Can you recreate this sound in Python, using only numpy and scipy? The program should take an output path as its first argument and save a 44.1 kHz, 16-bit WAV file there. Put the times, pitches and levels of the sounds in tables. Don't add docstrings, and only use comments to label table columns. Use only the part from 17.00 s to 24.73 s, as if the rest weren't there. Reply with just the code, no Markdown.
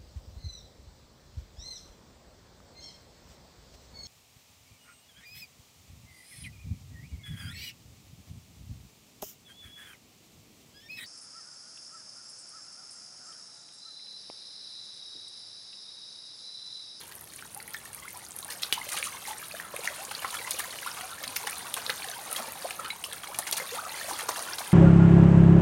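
import sys
import numpy as np
from scipy import signal
from scipy.fft import rfft, irfft, next_fast_len
from scipy.io import wavfile
from scipy.ndimage import map_coordinates

SR = 44100
rng = np.random.default_rng(int(sys.argv[2]) if len(sys.argv) > 2 else 0)


def pcm_store(signal):
    levels = np.round(np.clip(np.atleast_2d(signal), -1, 1) * 32767)
    wavfile.write(sys.argv[1], SR, levels.astype(np.int16).T)


N = 340893

# (time [s], pitch [Hz], level [dB])
SNAPS = [(.012, 10800, -30), (.094, 10100, -36), (0.153, 11800, -24.5), (0.2107, 11900, -23),
         (0.2413, 11500, -28), (.302, 4400, -39), (.3363, 10400, -32), (.337, 6900, -30),
         (0.362, 9800, -24), (.3762, 4500, -44), (0.391, 2430, -35), (0.4243, 1530, -27),
         (.5467, 9750, -21.5), (0.5754, 11800, -21), (0.6015, 1950, -28.5), (.6037, 4480, -34),
         (.614, 1400, -39), (.627, 9980, -23.5), (0.678, 10800, -24), (.680, 2070, -30), (.707, 9600, -29),
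         (.7358, 12200, -22), (.7408, 5300, -26), (0.7452, 1820, -17.5), (.8518, 11700, -31),
         (0.856, 1830, -34), (.9312, 9100, -28), (0.947, 11300, -19.5), (1.0015, 9300, -34),
         (1.106, 8700, -26), (1.130, 13400, -22), (1.2505, 6560, -29), (1.265, 4630, -33),
         (1.2862, 10800, -29), (1.319, 7600, -25), (1.3638, 10900, -19), (1.3886, 10100, -18),
         (1.428, 3970, -28), (1.447, 9500, -20), (1.525, 5000, -27), (1.633, 3730, -9), (1.726, 3130, -2),
         (1.7278, 10500, -14), (1.89, 2930, -26), (1.9872, 9130, -16), (2.0276, 2370, -10),
         (2.0414, 9000, -13.5), (2.253, 2000, -25), (2.331, 1820, -30), (2.395, 2400, -35),
         (2.418, 12000, -26), (2.438, 3230, -31), (2.484, 11200, -22), (2.521, 4570, -28),
         (2.5993, 1740, -18.5), (2.7637, 10500, -17.5), (2.765, 2360, -20), (2.807, 4180, -32),
         (2.8455, 7100, -23), (2.874, 6040, -19), (3.051, 7200, -19), (3.1113, 2940, -24),
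         (3.1506, 4400, -16.5), (3.202, 11800, -25), (3.2467, 1110, -14), (3.305, 3980, -26),
         (3.3083, 9040, -22), (3.5097, 10100, -8), (3.5148, 3680, -19.5), (3.578, 3040, -29),
         (3.5897, 10400, -14), (3.597, 3030, -21), (3.8157, 11000, -28), (3.864, 10800, -19),
         (4.0103, 8970, -30), (4.132, 3730, -29), (4.23, 14200, -19), (4.2780, 4350, -19.5),
         (4.2784, 9150, -22), (4.3640, 2120, -14), (4.3648, 5440, -13), (4.37, 12000, -10),
         (4.4976, 8680, -18), (4.5094, 10900, -18), (4.583, 10200, -18), (4.5915, 8960, -28),
         (4.7410, 11000, -9.5), (4.7412, 3400, -12.5), (4.8646, 3900, -13.5), (4.8958, 1740, -10),
         (4.896, 540, -24), (4.9009, 3820, -9.5), (4.96, 12900, -23), (5.022, 2460, -22),
         (5.0860, 3750, -23), (5.099, 10800, -20), (5.314, 9000, -20), (5.3285, 10600, -8),
         (5.522, 12400, -18), (5.708, 2520, -16.5), (5.797, 8830, -27), (5.9030, 2280, -19),
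         (5.905, 3750, -25), (6.0276, 8720, -29), (6.0397, 9800, -19), (6.041, 2900, -21.5),
         (6.1147, 1790, -30), (6.126, 3500, -21.5), (6.131, 9150, -21), (6.1322, 1720, -29),
         (6.274, 4020, -30), (6.3880, 10300, -4), (6.3891, 840, -22), (6.5126, 12200, -8),
         (6.528, 5300, -14), (6.527, 600, -26), (6.754, 9110, -20.5), (7.033, 10550, -26),
         (7.111, 1030, -20), (7.205, 1100, -23), (7.229, 8660, -22), (7.2858, 1180, -17),
         (7.2905, 900, -17), (7.2903, 6100, -12.5), (7.5340, 5270, -19), (7.5850, 4000, -18.5),
         (7.677, 9200, -25)]
# (time [s], length [s], bubble pitch [Hz], bubble level [dB], spray level [dB])
TAIL_FLICKS = [(.004, 0.047, 3800, -49, -64), (0.115, 0.016, 2780, -45.5, -58),
               (0.289, .07, 4200, -55, -64), (0.384, 0.013, 2300, -44.5, -59),
               (0.739, 0.0086, 3660, -43, -50), (1.501, 0.033, 2930, -42, -38),
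               (1.62, 0.025, 3940, -40, -37), (1.725, 0.02, 2980, -40, -31.5),
               (1.886, 0.021, 3500, -50, -36.5), (1.919, 0.031, 1710, -36.5, -33.5),
               (1.967, 0.019, 1890, -33, -35.5), (2.045, 0.028, 2610, -51, -36),
               (2.271, 0.046, 1130, -42.5, -44), (2.842, 0.023, 1520, -40, -36.5),
               (3.112, 0.01, 1630, -33.5, -38), (3.222, .012, 1920, -35, -41),
               (3.244, 0.011, 1480, -29, -48), (3.342, 0.014, 2100, -33.5, -36),
               (3.472, 0.01, 1890, -32, -52), (3.507, 0.012, 4470, -37, -32),
               (3.593, .012, 1970, -28.5, -30), (3.861, 0.044, 1400, -51, -59),
               (3.968, .03, 1610, -39.5, -45), (4.009, 0.0048, 2180, -32, -54),
               (4.237, 0.0074, 2650, -30.5, -37.5), (4.3598, 0.0079, 3530, -32, -29),
               (4.469, 0.0094, 2000, -27, -32.5), (4.765, 0.019, 1460, -31.5, -37.5),
               (4.896, 0.0095, 1800, -26.5, -35), (5.316, .005, 2380, -39, -47),
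               (5.362, 0.014, 2930, -36, -33), (5.377, 0.054, 1150, -36.5, -42),
               (5.708, 0.0062, 2610, -47, -37), (5.845, 0.014, 2270, -35.5, -44),
               (6.047, 0.012, 3920, -55, -38.5), (6.13, 0.0073, 3000, -42, -40),
               (6.233, 0.013, 2180, -36, -44), (6.344, 0.0063, 2600, -35.5, -38),
               (6.388, 0.013, 1310, -34.5, -31.5), (6.467, 0.025, 2010, -34.5, -36),
               (6.524, 0.014, 4700, -30, -27), (6.568, 0.018, 4030, -34, -29.5),
               (6.581, 0.026, 1590, -35.5, -45), (7.084, 0.04, 1064, -35, -37.5),
               (7.188, 0.029, 1850, -35.5, -38.5), (7.287, 0.018, 1085, -29, -32),
               (7.36, 0.044, 1400, -39, -39), (7.583, 0.022, 1340, -39, -35.5)]
# (time [s], starting pitch [Hz], length [s], pitch climb [octaves], level [dB])
GULP_BUBBLES = [(0.553, 750, .045, 0.17, -39.5), (0.975, 1800, .012, 0.41, -39),
                (1.014, 764, 0.023, 0.78, -45), (1.023, 1800, 0.012, 0.29, -38),
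                (1.043, 1032, 0.027, 0.9, -42), (1.141, 836, 0.03, 0.43, -34),
                (1.348, 800, 0.0078, .3, -36), (1.395, 1530, 0.015, 0.24, -42),
                (1.423, 986, 0.029, .35, -44), (1.453, 870, 0.022, -0.04, -35.5),
                (1.488, 1590, 0.01, 0.23, -34), (1.489, 920, .016, .3, -40),
                (1.774, 907, 0.016, 0.4, -27.5), (1.813, 1920, 0.0078, 0.24, -25),
                (1.868, 536, 0.014, 0.26, -32), (1.944, 750, 0.011, 0.29, -27.5),
                (2.064, 1060, 0.014, 0.32, -27), (2.144, 804, 0.012, 0.34, -33),
                (2.278, 790, 0.02, 0.36, -31.5), (2.306, 760, 0.0175, 0.46, -30.5),
                (2.427, 1150, 0.0066, 0.32, -27), (2.54, 634, 0.0092, 0.14, -29.5),
                (2.647, 1200, 0.012, .2, -34), (2.74, 523, 0.0068, 0.34, -29),
                (2.789, 472, 0.011, 0.43, -32), (2.844, 560, 0.011, 0.64, -30),
                (2.993, 715, 0.046, 0.28, -36), (3.285, 1070, .011, 0.14, -37),
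                (3.325, 807, 0.024, 0.91, -34), (3.398, 703, 0.018, .3, -37),
                (3.54, 477, 0.014, 0.17, -31.5), (3.624, 580, 0.025, .5, -35.5),
                (3.637, 1800, 0.011, 0.26, -27), (3.653, 933, .01, 0.19, -29.5),
                (3.746, 585, 0.027, -0.046, -34), (3.861, 1017, 0.021, 0.72, -22),
                (3.962, 1106, 0.029, 0.23, -37), (4.027, 683, 0.031, 0.17, -35),
                (4.105, 1370, 0.014, 0.27, -33), (4.123, 1210, 0.014, 0.17, -31),
                (4.266, 219, 0.04, 0.41, -42), (4.437, 860, 0.0096, 0.39, -30),
                (4.647, 1060, 0.016, 0.12, -30), (5.044, 820, 0.026, -0.083, -32),
                (5.072, 500, 0.011, -0.11, -36.5), (5.088, 688, 0.015, 0.16, -33),
                (5.158, 844, 0.036, 0.47, -37.5), (5.299, 600, 0.035, 0.031, -35),
                (5.318, 1160, 0.014, 0.29, -28), (5.381, 995, 0.026, 0.22, -28),
                (5.395, 212, 0.029, 0.41, -37), (5.421, 954, 0.02, 0.6, -38), (5.644, 461, 0.02, 1, -20),
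                (5.79, 1210, 0.012, 0.05, -27.5), (5.847, 1298, 0.027, 0.17, -26),
                (5.958, 1040, 0.0064, 0.049, -33), (6.061, 1070, 0.007, 0.17, -33),
                (6.285, 730, 0.025, 0.38, -33.5), (6.317, 940, 0.02, 0.78, -32.5),
                (6.54, 840, 0.01, 0.12, -25.5), (6.596, 442, 0.018, 0.4, -29.5),
                (6.618, 520, .013, 0.093, -33), (6.648, 1120, .018, -0.079, -37.5),
                (6.716, 468, 0.041, 0.29, -29), (6.769, 722, 0.02, 0.61, -29.5),
                (6.784, 1167, 0.016, 0.34, -21.5), (6.848, 1240, 0.032, 0.14, -31),
                (6.863, 688, .05, 0.51, -40), (7.011, 1616, 0.014, 0.45, -28),
                (7.082, 640, .011, 0.31, -27), (7.112, 730, 0.011, 0.62, -27),
                (7.119, 272, 0.023, 0.57, -33.5), (7.287, 577, 0.014, 0.03, -27),
                (7.605, 725, 0.018, 0.5, -26)]
# (time [s], pitch [Hz], ring time [s], level [dB])
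FALLING_DROPS = [(0.747, 1770, 0.011, -33), (.768, 3400, 0.0043, -34), (1.08, 2060, 0.0017, -22.5),
                 (1.308, 7750, 0.00065, -20), (1.509, 1850, 0.0035, -28), (1.573, 8300, .0012, -29),
                 (1.633, 5180, .0015, -20), (1.727, 2930, 0.017, -26), (1.83, 2880, .002, -31),
                 (1.889, 2020, .002, -26), (1.975, 3000, .002, -19), (2.054, 3000, 0.0024, -24),
                 (2.124, 2120, 0.0028, -32), (2.16, 5660, 0.0019, -31), (2.168, 2060, 0.0029, -30),
                 (2.512, 2480, 0.0019, -24), (2.549, 1560, 0.0025, -24), (2.837, 2460, 0.0022, -24),
                 (2.854, 2680, 0.0024, -24), (2.8753, 1920, 0.0013, -4.5), (2.877, 1954, 0.012, -37),
                 (2.884, 1520, 0.0033, -25), (3.092, 2890, .002, -31), (3.193, 2960, 0.0022, -26),
                 (3.369, 3200, .002, -23), (3.389, 2200, 0.0019, -23), (3.414, 1910, 0.0025, -25),
                 (3.446, 1920, .003, -25), (3.539, 6700, .0013, -24), (3.708, 4100, .0013, -26),
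                 (3.73, 1940, 0.0034, -28), (3.787, 2850, 0.0023, -26), (3.829, 1900, 0.0019, -23.5),
                 (3.915, 5260, .0013, -23), (4.181, 1700, 0.0036, -29), (4.486, 2170, 0.0066, -33),
                 (4.529, 2480, 0.0019, -20), (4.668, 2650, .002, -29), (5.03, 4270, 0.0022, -27.5),
                 (5.045, 2970, .002, -29), (5.043, 1780, .002, -23), (5.113, 4320, 0.0025, -32),
                 (5.114, 6050, .003, -29), (5.124, 2900, .005, -40), (5.143, 3080, 0.0054, -35),
                 (5.362, 3140, 0.0028, -19.5), (5.623, 4600, 0.0017, -30.5), (5.903, 2170, 0.018, -36),
                 (5.905, 3880, .009, -30), (6.041, 2930, 0.0033, -22), (6.045, 5220, .002, -24),
                 (6.272, 2090, 0.0016, -25), (6.428, 1900, 0.0041, -27.5), (6.6, 2030, 0.0043, -21),
                 (6.617, 1630, 0.0018, -23), (6.671, 3770, .002, -31), (6.692, 3540, .003, -27),
                 (6.706, 4330, 0.0019, -32), (6.893, 4120, 0.0023, -27.5), (6.942, 2010, 0.0036, -26),
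                 (6.999, 4250, 0.0021, -26), (7.031, 2150, .003, -31), (7.208, 3100, .002, -25),
                 (7.36, 3160, .002, -33), (7.36, 1660, 0.0027, -22), (7.452, 3200, 0.0018, -31),
                 (7.475, 1830, .002, -28), (7.51, 1700, 0.0028, -26), (7.535, 5470, 0.0068, -30),
                 (7.597, 2240, .002, -30)]
# (time [s], level [dB])
STIR_LEVEL = [(0, -51), (.2, -57), (.5, -60), (.65, -55), (.95, -54), (1.25, -56.5), (1.5, -49.5),
              (1.65, -49), (1.8, -49), (2.1, -46.5), (2.25, -52), (2.5, -50.5), (2.65, -45.5),
              (2.85, -46.5), (3.5, -46.5), (3.75, -47.5), (4.0, -46), (4.22, -46.5), (4.45, -44),
              (4.9, -44), (5.2, -46.5), (5.4, -41), (5.65, -47.5), (5.85, -43), (6.03, -51), (6.2, -47),
              (6.5, -46), (6.85, -44.5), (7.15, -42.5), (7.4, -41), (7.73, -44)]
# (time [s], level [dB])
SPRAY_LEVEL = [(0, -54), (.2, -58), (.38, -53.5), (.53, -58), (.8, -54.5), (1.15, -54.5), (1.3, -54),
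               (1.58, -51.5), (1.75, -48.5), (1.85, -48), (1.97, -42.5), (2.2, -50), (2.3, -42.5),
               (2.35, -52.5), (2.45, -45), (2.5, -52.5), (2.57, -45), (2.64, -51.5), (2.7, -53),
               (2.85, -45), (3.03, -46.5), (3.3, -45.5), (3.6, -44), (3.78, -44.5), (3.95, -43.5),
               (4.2, -50.5), (4.47, -43), (4.68, -46), (4.85, -46.5), (5.0, -43.5), (5.22, -47),
               (5.38, -45), (5.55, -47), (5.69, -44), (5.8, -51), (5.95, -49), (6.0, -53.5), (6.12, -51),
               (6.33, -50), (6.5, -50.5), (6.58, -47), (6.72, -42), (6.85, -47), (7.0, -42), (7.2, -40.5),
               (7.26, -46.5), (7.38, -43.5), (7.73, -44)]
# (frequency [Hz], level [dB])
SLOSH_TONE = [(60, -23.5), (150, -7), (260, -7.5), (400, -5.5), (600, -2), (1000, -1.5), (1500, -5.5),
              (2200, -15.5), (4000, -36), (12000, -45)]
# (frequency [Hz], level [dB])
WASH_TONE = [(600, -38), (1500, -5.5), (2200, -3.5), (4000, -1), (6500, -1.5), (9000, -1.5), (16000, -9)]
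# (frequency [Hz], fade time [s])
ECHO_FADE = [(200, 0.19), (1500, 0.28), (5000, 0.15), (14000, 0.26)]
# (frequency [Hz], level [dB])
RUMBLE_TONE = [(25, -29), (50, 1), (85, 3.5), (120, 1.5), (160, 3.5), (250, -2.5), (450, -3.5), (700, -11),
               (1200, -22), (4000, -26.5), (16000, -27)]
# (frequency [Hz], gain [dB])
MICROPHONE_TONE = [(25, -17), (45, -12.5), (70, -4), (3000, -1.5), (4300, 1.5), (5400, -1), (6500, 0.5),
                   (7800, -5), (9000, 3.5), (9800, 0), (11000, 0.5), (13000, -3), (15800, -1)]

TOP_HZ = 15950


def snaps():
    times, hz, db = np.transpose(SNAPS)
    octaves = np.log2(hz / 4000)
    cycles = 2.23 * (hz / 4000) ** 0.09 * 2 ** (-(db + 20) / 22.5)
    gain = amp(db + 3 + 0.9 * octaves)
    track = full_length(bubbles(times, hz, gain, cycles, rise=0.004, swell_cycles=0.38))
    t = np.arange(SR // 200) / SR
    for start, crack_db in zip(times, db - 14 - 0.5 * octaves):
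        crack = rng.standard_normal(len(t)) * fade(t, seconds=0.0035)
        add(track, start, amp(crack_db) * crack)
    return track


def splashes():
    def births(length, count):
        return length * np.linspace(0, 1, count) ** 1.1 * rng.uniform(.4, 1.35, count)

    track, hiss_gain = np.zeros((2, N))
    t = np.arange(SR // 3) / SR
    for start, length, hz, bubble_db, spray_db in TAIL_FLICKS:
        cloud = swarm(births(length, 36), hz=hz, octaves=.55, cycles=1.8, spread_db=5.5, rise=.03)
        spray = swarm(births(length, 60), hz=9200, octaves=.45, cycles=.7, spread_db=5, rise=.01)
        plips = swarm(2 * births(length, 7), hz=0.9 * hz, octaves=.4, cycles=9, spread_db=3,
                      rise=.15, swell_cycles=3)
        landings = length + rng.exponential(.022, size=16)
        droplets = swarm(landings, hz=5600, octaves=.6, cycles=3, spread_db=4, rise=.03)
        for layer, db in [(cloud, bubble_db - .7), (spray, spray_db - .6),
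                          (plips, bubble_db - 11.5), (droplets, spray_db - 12)]:
            add(track, start, amp(db) * layer * np.sqrt(length * SR / np.sum(layer ** 2)))
        swell = 1 - np.exp(-t / 0.0065)
        add(hiss_gain, start, amp(spray_db - 8.5) * swell * fade(t, seconds=0.11))
    return track + hiss_gain * unit(noise(WASH_TONE))


def gulps():
    track = np.zeros(N)
    quiver, flutter = wobble(rate_hz=260), wobble(rate_hz=300)
    for start, start_hz, length, climb, db in GULP_BUBBLES:
        progress = np.arange(int(2 * length * SR)) / (length * SR)
        now = np.minimum(int(start * SR) + np.arange(len(progress)), N - 1)
        hz = start_hz * 2 ** (climb * np.minimum(progress, 1.3)) * (1 + .04 * quiver[now])
        shape = (1 - np.exp(-progress / 0.11)) * np.exp(-1.8 * progress ** 2)
        gain = amp(db - 1.3 + 2.3 * flutter[now]) * shape / shape.max()
        add(track, start, gain * np.sin(2 * np.pi * np.cumsum(hz) / SR))
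    return track


def drips():
    times, hz, ring_s, db = np.transpose(FALLING_DROPS)
    return full_length(bubbles(times, hz, amp(db), cycles=ring_s * hz, rise=.028, swell_cycles=1))


def stirring():
    lapping_db = 0.9 * wobble(rate_hz=40)
    gurgle_db = level(STIR_LEVEL) + lapping_db + 0.5 * wobble(rate_hz=8)
    spray_db = level(SPRAY_LEVEL) + lapping_db
    fizz_db = -46.5 + 0.62 * (spray_db - spray_db.mean()) + wobble(rate_hz=47)
    slosh, wash = noise(SLOSH_TONE), noise(WASH_TONE)
    gurgle = swarm(random_times(2400), hz=1150, octaves=.55, cycles=3.4, spread_db=5, rise=.06)
    patter = swarm(random_times(4400), hz=3200, octaves=.62, cycles=2.6, spread_db=3.3, rise=.045)
    fizz = swarm(random_times(9000), hz=10460, octaves=.39, cycles=2.9, spread_db=5, rise=.0053)
    ticks = swarm(random_times(150), hz=11600, octaves=.18, cycles=2.4, spread_db=4, rise=.01)
    plips = swarm(random_times(420), hz=1400, octaves=.65, cycles=6.5, spread_db=2.5,
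                  rise=.12, swell_cycles=4)
    layers = [(slosh, gurgle_db - 3.5), (gurgle, gurgle_db - 1.5), (plips, gurgle_db - 11),
              (wash, spray_db - 2), (patter, spray_db - 0.5),
              (fizz, fizz_db - 1), (ticks, fizz_db - 9)]
    return sum(amp(db) * unit(full_length(layer)) for layer, db in layers)


def walls(sound, near_db, near_fade_s, far_db, spots):
    track = np.zeros(N)
    for part in np.array_split(np.arange(N), spots):
        hz, t, spectrum = signal.stft(rng.standard_normal(SR // 3), SR, nperseg=256)
        spectrum = spectrum * fade(t, seconds=along(ECHO_FADE, hz)[:, None])
        far = signal.istft(spectrum, SR, nperseg=256)[1]
        bounces = rng.standard_normal(len(far)) ** 3
        near = bounces * fade(np.arange(len(far)) / SR, near_fade_s)
        echo = amp(near_db) * near / np.linalg.norm(near) + amp(far_db) * far / np.linalg.norm(far)
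        add(track, part[0] / SR + 0.001492, signal.fftconvolve(sound[part], echo))
    return track


def outdoors():
    return amp(-55.5) * unit(noise(RUMBLE_TONE))


def bubbles(times, hz, gain, cycles, rise, swell_cycles):
    lengths = (6 * cycles / hz * SR).astype(int) + 2
    owner = np.repeat(np.arange(len(times)), lengths)
    age = np.arange(lengths.sum()) - np.repeat(np.cumsum(lengths) - lengths, lengths)
    turns = hz[owner] * age / SR
    life = turns / cycles[owner]
    shape = np.exp(-life) * (1 - np.exp(-turns / swell_cycles))
    wave = gain[owner] * shape * np.sin(2 * np.pi * turns * (1 + rise * life / 2))
    return np.bincount((np.abs(times[owner]) * SR).astype(int) + age, wave)


def swarm(times, hz, octaves, cycles, spread_db, rise, swell_cycles=0.31):
    height, strength, ring = rng.standard_normal((3, len(times)))
    pitch = hz * 2 ** (octaves * np.clip(height, -2.5, 2.5))
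    gain = amp(spread_db * np.minimum(strength, 2)) * (pitch < TOP_HZ)
    return bubbles(times, pitch, gain, cycles * np.exp(.35 * ring), rise, swell_cycles)


def random_times(count):
    return rng.uniform(0, N / SR, count)


def wobble(rate_hz):
    return unit(map_coordinates(rng.standard_normal(4096), [np.arange(N) * rate_hz / SR], mode="wrap"))


def noise(tone):
    return coloured(rng.standard_normal(N), tone)


def coloured(sound, tone):
    size = 2 * next_fast_len(N)
    cepstrum = irfft(np.log(amp(along(tone, np.fft.rfftfreq(size, 1 / SR)))))
    cepstrum[1:size // 2] *= 2
    cepstrum[size // 2 + 1:] = 0
    return irfft(rfft(sound, size) * np.exp(rfft(cepstrum)), size)[:N]


def along(table, hz):
    frequencies, values = np.transpose(table)
    return np.interp(np.log(hz + 1), np.log(frequencies), values)


def level(table):
    return np.interp(np.arange(N) / SR, *np.transpose(table))


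def fade(t, seconds):
    return amp(-60 * t / seconds)


def amp(db):
    return 10 ** (np.asarray(db) / 20)


def unit(sound):
    return sound / np.sqrt(np.mean(sound ** 2) + 1e-20)


def full_length(sound):
    return np.pad(sound, (0, N))[:N]


def add(track, start_s, sound):
    part = track[max(round(start_s * SR), 0):][:len(sound)]
    part += sound[:len(part)]


def scene():
    water = stirring() + splashes() + drips()
    snapping, gulping = snaps(), gulps()
    echo = walls(water + amp(2.5) * snapping + amp(1.5) * gulping,
                 near_db=-10, near_fade_s=0.0094, far_db=-11.5, spots=110)
    direct = water + snapping + amp(-1.8) * gulping
    pond = amp(-1.5) * direct + echo
    pond = signal.sosfilt(signal.butter(2, 110, "highpass", fs=SR, output="sos"), pond)
    return (pond + outdoors())[None]


def record(dry):
    heard = coloured(dry[0], MICROPHONE_TONE)
    in_range = np.fft.rfftfreq(2 * N, 1 / SR) < TOP_HZ
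    return irfft(rfft(heard, 2 * N) * in_range)[None, :N]


dry = scene()
out = record(dry)
pcm_store(out)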